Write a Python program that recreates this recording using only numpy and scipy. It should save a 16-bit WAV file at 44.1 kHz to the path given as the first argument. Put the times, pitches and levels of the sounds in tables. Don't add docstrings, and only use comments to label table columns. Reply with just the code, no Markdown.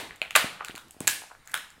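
import sys
import numpy as np
from scipy import signal
from scipy.io import wavfile
from scipy.ndimage import uniform_filter1d

SR = 44100
rng = np.random.default_rng(int(sys.argv[2]) if len(sys.argv) > 2 else 0)


def gain_from_db(level_db):
    decades = np.asarray(level_db, float) / 20
    return 10 ** decades


def wrap_up_sound(samples):
    columns = np.atleast_2d(samples).T
    tamed = np.clip(columns, -1, 1)
    steps = np.round(tamed * 32767).astype(np.int16)
    wavfile.write(sys.argv[1], SR, steps)


N = 79380
LEAD = 4410


def read(points, hz):
    point_hz, value = np.transpose(points)
    return np.interp(np.log(hz + 1), np.log(point_hz + 1), value)


def evened(x):
    return x / np.sqrt(np.mean(x ** 2) + 1e-20)


def add(mix, s, sound):
    part = mix[LEAD + round(s * SR):][:len(sound)]
    part += sound[:len(part)]


def resonate(x, hz, width_hz):
    turn = np.exp(2j * np.pi * hz * np.arange(len(x)) / SR)
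    r = np.exp(-np.pi * width_hz / SR)
    smooth = signal.lfilter([1 - r], [1, -r], x / turn)
    return 2 * (turn * smooth).real


def fade(t60_ms, rise_ms):
    t = np.arange(SR // 20) / SR
    rise = (1 - np.exp(-1000 * t / rise_ms)) ** 2
    shape = rise * gain_from_db(-60000 * t / t60_ms)
    return t, shape / shape.max()


# (time [s], peak level [dB], t60 [ms])
SHELL_CRACKS = [(-.048, -12, 6), (.1597, -42, 8), (.1655, -50, 8), (.2168, -30, 6), (.3078, -32, 9),
                (.3516, -26, 14), (.354, -20, 25), (.3578, -15, 14), (.3603, -13, 8), (.3612, -7, 9),
                (.3638, -12, 8), (.532, -41, 6), (.6477, -26, 6), (.684, -35, 6), (.7533, -33, 5),
                (.7601, -32, 8), (.7791, -32, 5), (.883, -47, 12), (.9088, -36, 7), (1.0053, -22, 6),
                (1.0725, -11, 4), (1.077, -4, 2.5), (1.0803, -12, 7), (1.0975, -22, 3), (1.4548, -53, 5),
                (1.4598, -51, 5), (1.4748, -33, 5), (1.5143, -39, 5), (1.5179, -34, 6), (1.5417, -15, 7),
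                (1.7036, -41, 3.9),
    (1.217, -38, 4),
    (1.497, -43, 5),
    (1.5757, -30, 4),
    (1.5535, -30, 5),
]
# (frequency [Hz], width
# [Hz], level [dB])
CRACK_MODES = [(3980, 2190, 1), (7400, 2760, 10.5), (10400, 1900, 4.5), (13300, 2500, -1),
               (2300, 1400, -4.5)]
CRACK_DB, FAR_CRACK_DB = 5, 3


def crack(s, db, t60_ms):
    t, shape = fade(t60_ms, rise_ms=0.048)
    snap = 4 * (t == 0)
    burst = shape * rng.standard_normal(len(t)) + snap
    out = 0
    for hz, width_hz, mode_db in CRACK_MODES:
        narrow = resonate(burst, hz, width_hz)
        out = out + gain_from_db(mode_db) * resonate(narrow, hz, 1.66 * width_hz)
    out = gain_from_db(db + CRACK_DB) * out / abs(out).max()
    far = gain_from_db(FAR_CRACK_DB) * np.linalg.norm(out) * np.array([1, -.6])
    return s, out, far


# (time [s], peak level [dB], pitch [Hz], t60 [ms])
SHELL_KNOCKS = [(-.05, -12.5, 800, 13), (-.045, -11.5, 2000, 7), (-.04, -21, 350, 30),
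                (-.043, -14, 3800, 6), (.3517, -16, 3100, 10), (.352, -18, 1800, 9), (.3541, -2, 2500, 5),
                (.356, -9, 2200, 6), (.3585, -12, 2700, 8), (.3537, -11, 1350, 12), (.3562, -13, 1250, 12),
                (.3588, -15, 1400, 9), (.3612, -11, 3800, 8), (.3612, -7, 1300, 11), (.3625, -8, 1900, 8),
                (.3646, -10, 1200, 9), (.364, -13, 4400, 6), (.3625, -19, 670, 30), (.361, -20, 805, 26),
                (.6086, -21.5, 1200, 14), (.6105, -30, 800, 10), (.608, -32, 2500, 5),
                (1.0725, -15, 2500, 5), (1.0769, -10, 2400, 5), (1.0803, -20, 2800, 6),
                (1.0725, -19, 3800, 4), (1.0777, -16, 1650, 24), (1.0735, -23, 1600, 13),
                (1.5372, -28, 1700, 20), (1.5422, -17, 3300, 7), (1.5424, -14, 1500, 9),
                (1.5445, -29, 950, 12), (1.5412, -24, 2200, 5), (.2178, -28, 640, 22),
                (.1085, -28, 1900, 7), (1.0085, -32, 650, 14), (1.0053, -31, 3600, 3.5),
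                (1.0056, -31, 2200, 4), (.217, -24, 1600, 6)]
RISE_MS, RING_SHARE, FAR_RING = 0.19, 0.74, 0.43
OVERTONE, OVERTONE_DB = 1.623, -17


def knock(s, db, hz, t60_ms, wet_db=0):
    rings = []
    for t60 in (RING_SHARE * t60_ms, RING_SHARE * FAR_RING * t60_ms):
        t, shape = fade(t60, RISE_MS)
        overtone = gain_from_db(OVERTONE_DB) * np.sin(2 * np.pi * OVERTONE * hz * t)
        rings.append(shape * (overtone - np.sin(2 * np.pi * hz * t)))
    near, far = rings
    same_energy = np.linalg.norm(near) / np.linalg.norm(far)
    return s, gain_from_db(db) * near, gain_from_db(db + wet_db) * far * same_energy


# (time [s], peak level [dB], pitch [Hz], t60 [ms])
SHELL_TAPS = [(.217, -10.5, 2550, 8), (.3081, -21, 2550, 6), (.308, -27, 3500, 5), (.3092, -34, 1200, 8),
              (.307, -34, 2400, 4), (.5945, -38, 1300, 8), (.6, -35, 1500, 8), (.6005, -40, 2600, 5),
              (.656, -39, 4300, 4), (.606, -31, 1400, 8), (.648, -26, 2570, 8), (.6485, -36, 1300, 7),
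              (.6798, -34, 1700, 6), (.684, -27, 1500, 8), (.684, -28, 3800, 4), (.6993, -33, 1900, 9),
              (.7038, -35, 3300, 5), (.71, -30, 2800, 4), (.7535, -30, 2500, 3.5), (.7604, -37, 4400, 8),
              (.7791, -30, 2600, 5), (.7791, -36, 1000, 7), (.946, -51, 900, 8), (.9668, -47, 700, 8),
              (.9865, -50, 700, 8), (1.0462, -36, 800, 6), (1.2205, -35, 800, 10), (1.2385, -37, 800, 16),
              (1.3023, -42, 1200, 6), (1.311, -39, 1000, 30), (1.3153, -37, 1500, 14),
              (1.3172, -39, 750, 14), (1.3505, -39, 1400, 6), (1.428, -50, 1500, 6),
              (1.4702, -45, 1300, 10), (1.4748, -42, 1750, 10), (1.4972, -43, 1900, 10),
              (1.7035, -46, 1600, 6)]


def tap(*row):
    return knock(*row, wet_db=-7.5)


# (time [s], peak level [dB], pitch [Hz])
HAND_THUDS = [(0.106, -43, 70), (.2175, -39, 340), (0.362, -50, 250), (0.4434, -21, 240), (0.489, -50, 60),
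              (.696, -31, 320), (0.7446, -33.5, 310), (0.9457, -50, 300), (0.9661, -42.5, 300),
              (1.0076, -22, 270), (1.05, -37.5, 150), (1.078, -68, 330), (1.1, -49.5, 70), (1.51, -51, 250),
              (1.543, -52, 170), (1.593, -49, 250), (1.78, -48, 220)]
THUD_CYCLES, THUD_OVERTONE_DB, THUD_WET_DB = 2.34, -6.5, -2.5


def thud(s, db, hz):
    t, shape = fade(1000 * THUD_CYCLES / hz, 120 / hz)
    overtone = gain_from_db(THUD_OVERTONE_DB) * np.sin(2 * np.pi * 2.21 * hz * t)
    push = -gain_from_db(db) * shape * (np.sin(2 * np.pi * hz * t) + overtone)
    return s, push, gain_from_db(THUD_WET_DB) * push


# (start time [s], length [s], level [dB], pitch [Hz])
SHELL_CREAKS = [
    (.617, .014, -53, 1300),
    (.655, .02, -63, 4300),
    (.762, .02, -54, 1300),
    (1.468, .065, -58, 1600),
    (1.012, .055, -58, 2000),
    (.224, .06, -58, 1500),
    (.78, .02, -62, 3500),
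]
SLIPS_PER_S, CREAK_WIDTH_HZ = 3000, 900


def creak(s, length, db, hz):
    t = np.arange(SR // 10) / SR
    slips = rng.random(len(t)) < SLIPS_PER_S / SR
    size = rng.standard_normal(len(t))
    strain = np.sin(np.pi * np.clip(t / length, 0, 1)) ** .5
    narrow = resonate(slips * size * strain, hz, CREAK_WIDTH_HZ)
    out = gain_from_db(db) * evened(resonate(narrow, hz, CREAK_WIDTH_HZ))
    return s, out, out


# (frequency [Hz], level [dB], t60 [s])
TABLEWARE = [(671, -35, .2), (803, -37, .3), (1270, -38, .25), (1458, -36, .3), (1540, -37, .35),
             (1686, -36, .4), (1780, -37, .35), (2069, -36, .3), (2327, -36, .3), (2523, -38, .25)]
DISH_DB = -23


def dishes(x):
    t = np.arange(SR // 2) / SR
    ring = sum(gain_from_db(db - 60 * t / t60) * np.sin(2 * np.pi * hz * t) for hz, db, t60 in TABLEWARE)
    ring = ring * np.minimum(t / .008, 1)
    return gain_from_db(DISH_DB) * signal.fftconvolve(x, ring)[:len(x)]


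# (frequency [Hz], t60 [s])
TAIL_T60 = [(120, 0.48), (300, 0.6), (660, 0.5), (1740, 0.43), (4590, 0.46), (9000, .39), (12100, .35),
            (15500, .27)]
# (frequency [Hz], level [dB])
TAIL_COLOUR = [(100, -1), (350, -6), (700, -2.5), (1600, -.5), (3000, 1), (5500, 0), (9000, 1),
               (15000, -9.5)]
TAIL_DB, TAIL_START_MS, TAIL_RISE_MS = -7.8, 2.3, 6.1


def tail():
    hz, t, z = signal.stft(rng.standard_normal(SR), SR, nperseg=256)
    decay_db = -60 * t / read(TAIL_T60, hz)[:, None]
    z = z * gain_from_db(read(TAIL_COLOUR, hz)[:, None] + decay_db)
    out = signal.istft(z, SR, nperseg=256)[1][:SR]
    ms = np.arange(SR) * 1000 / SR
    out = out * np.clip((ms - TAIL_START_MS) / TAIL_RISE_MS, 0, 1)
    return gain_from_db(TAIL_DB) * out / np.linalg.norm(out)


# (delay [ms], level [dB])
WALL_ECHOES = [(7.0, -17.5), (8.3, -17), (11.2, -14), (16, -22), (20.3, -18), (25, -24), (34, -19),
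               (42, -23)]
WALL_LOW_HZ, WALL_HIGH_HZ = 400, 8000


def room(near, far):
    delay_ms, db = np.transpose(WALL_ECHOES)
    early = np.bincount((delay_ms * SR / 1000).astype(int), gain_from_db(db))
    wall = signal.butter(N=1, Wn=[WALL_LOW_HZ, WALL_HIGH_HZ], btype="band", fs=SR)
    early = signal.lfilter(*wall, np.pad(early, (0, 256)))
    tails = np.array([tail() for _ in far])
    echoes = signal.fftconvolve(near, early)[:len(near)]
    return echoes + signal.fftconvolve(far, tails, axes=1).sum(0)[:len(near)]


# (frequency [Hz], level [dB per Hz])
AIR_COLOUR = [(25, 2), (60, -1.5), (150, -4.5), (400, -10.5), (1500, -7.5), (5000, -19.5), (9000, -20.5),
              (16000, -31)]
AIR_DB, AIR_SWELL_DB = -60, 3.5


def air():
    hz = np.fft.rfftfreq(1024, 1 / SR)
    a, b, lumps = rng.standard_normal((N // 256 + 5, 513, 3)).T
    lumps = uniform_filter1d(lumps, size=8, axis=0)
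    lumps = evened(uniform_filter1d(lumps, size=12, axis=1))
    z = (a + 1j * b) * gain_from_db(read(AIR_COLOUR, hz)[:, None] + AIR_SWELL_DB * lumps)
    return gain_from_db(AIR_DB) * evened(signal.istft(z, nperseg=1024, noverlap=768)[1][:N])


SPOTS = 5
MIC_DIP_HZ, MIC_DIP_WIDTH_HZ, MIC_DIP, MIC_LOW_HZ = 5500, 900, .4, 97


def scene():
    floor = air()
    near, far = np.zeros(N + LEAD), np.zeros((SPOTS, N + LEAD))
    sources = ((crack, SHELL_CRACKS), (knock, SHELL_KNOCKS), (tap, SHELL_TAPS),
               (thud, HAND_THUDS), (creak, SHELL_CREAKS))
    for source, rows in sources:
        for spot, row in enumerate(rows):
            s, direct, spread = source(*row)
            add(near, s, direct)
            add(far[spot % SPOTS], s, spread)
    near = near - MIC_DIP * resonate(near, MIC_DIP_HZ, MIC_DIP_WIDTH_HZ)
    heard = near + room(near, far) + dishes(near)
    low_cut = signal.butter(N=2, Wn=MIC_LOW_HZ, btype="high", fs=SR, output="sos")
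    return (signal.sosfilt(low_cut, heard)[LEAD:] + floor)[None]


def low_pass(x):
    return signal.sosfilt(signal.butter(12, 16850, fs=SR, output="sos"), x)


def record(dry):
    edge = signal.firwin(255, 15900, fs=SR)
    shelf = signal.firwin(255, 16850, fs=SR)
    band = .95 * edge + .05 * shelf
    mix = np.clip(signal.oaconvolve(dry, band[None], "same"), -1, 1)
    return low_pass(mix)


dry = scene()
out = record(dry)
wrap_up_sound(out)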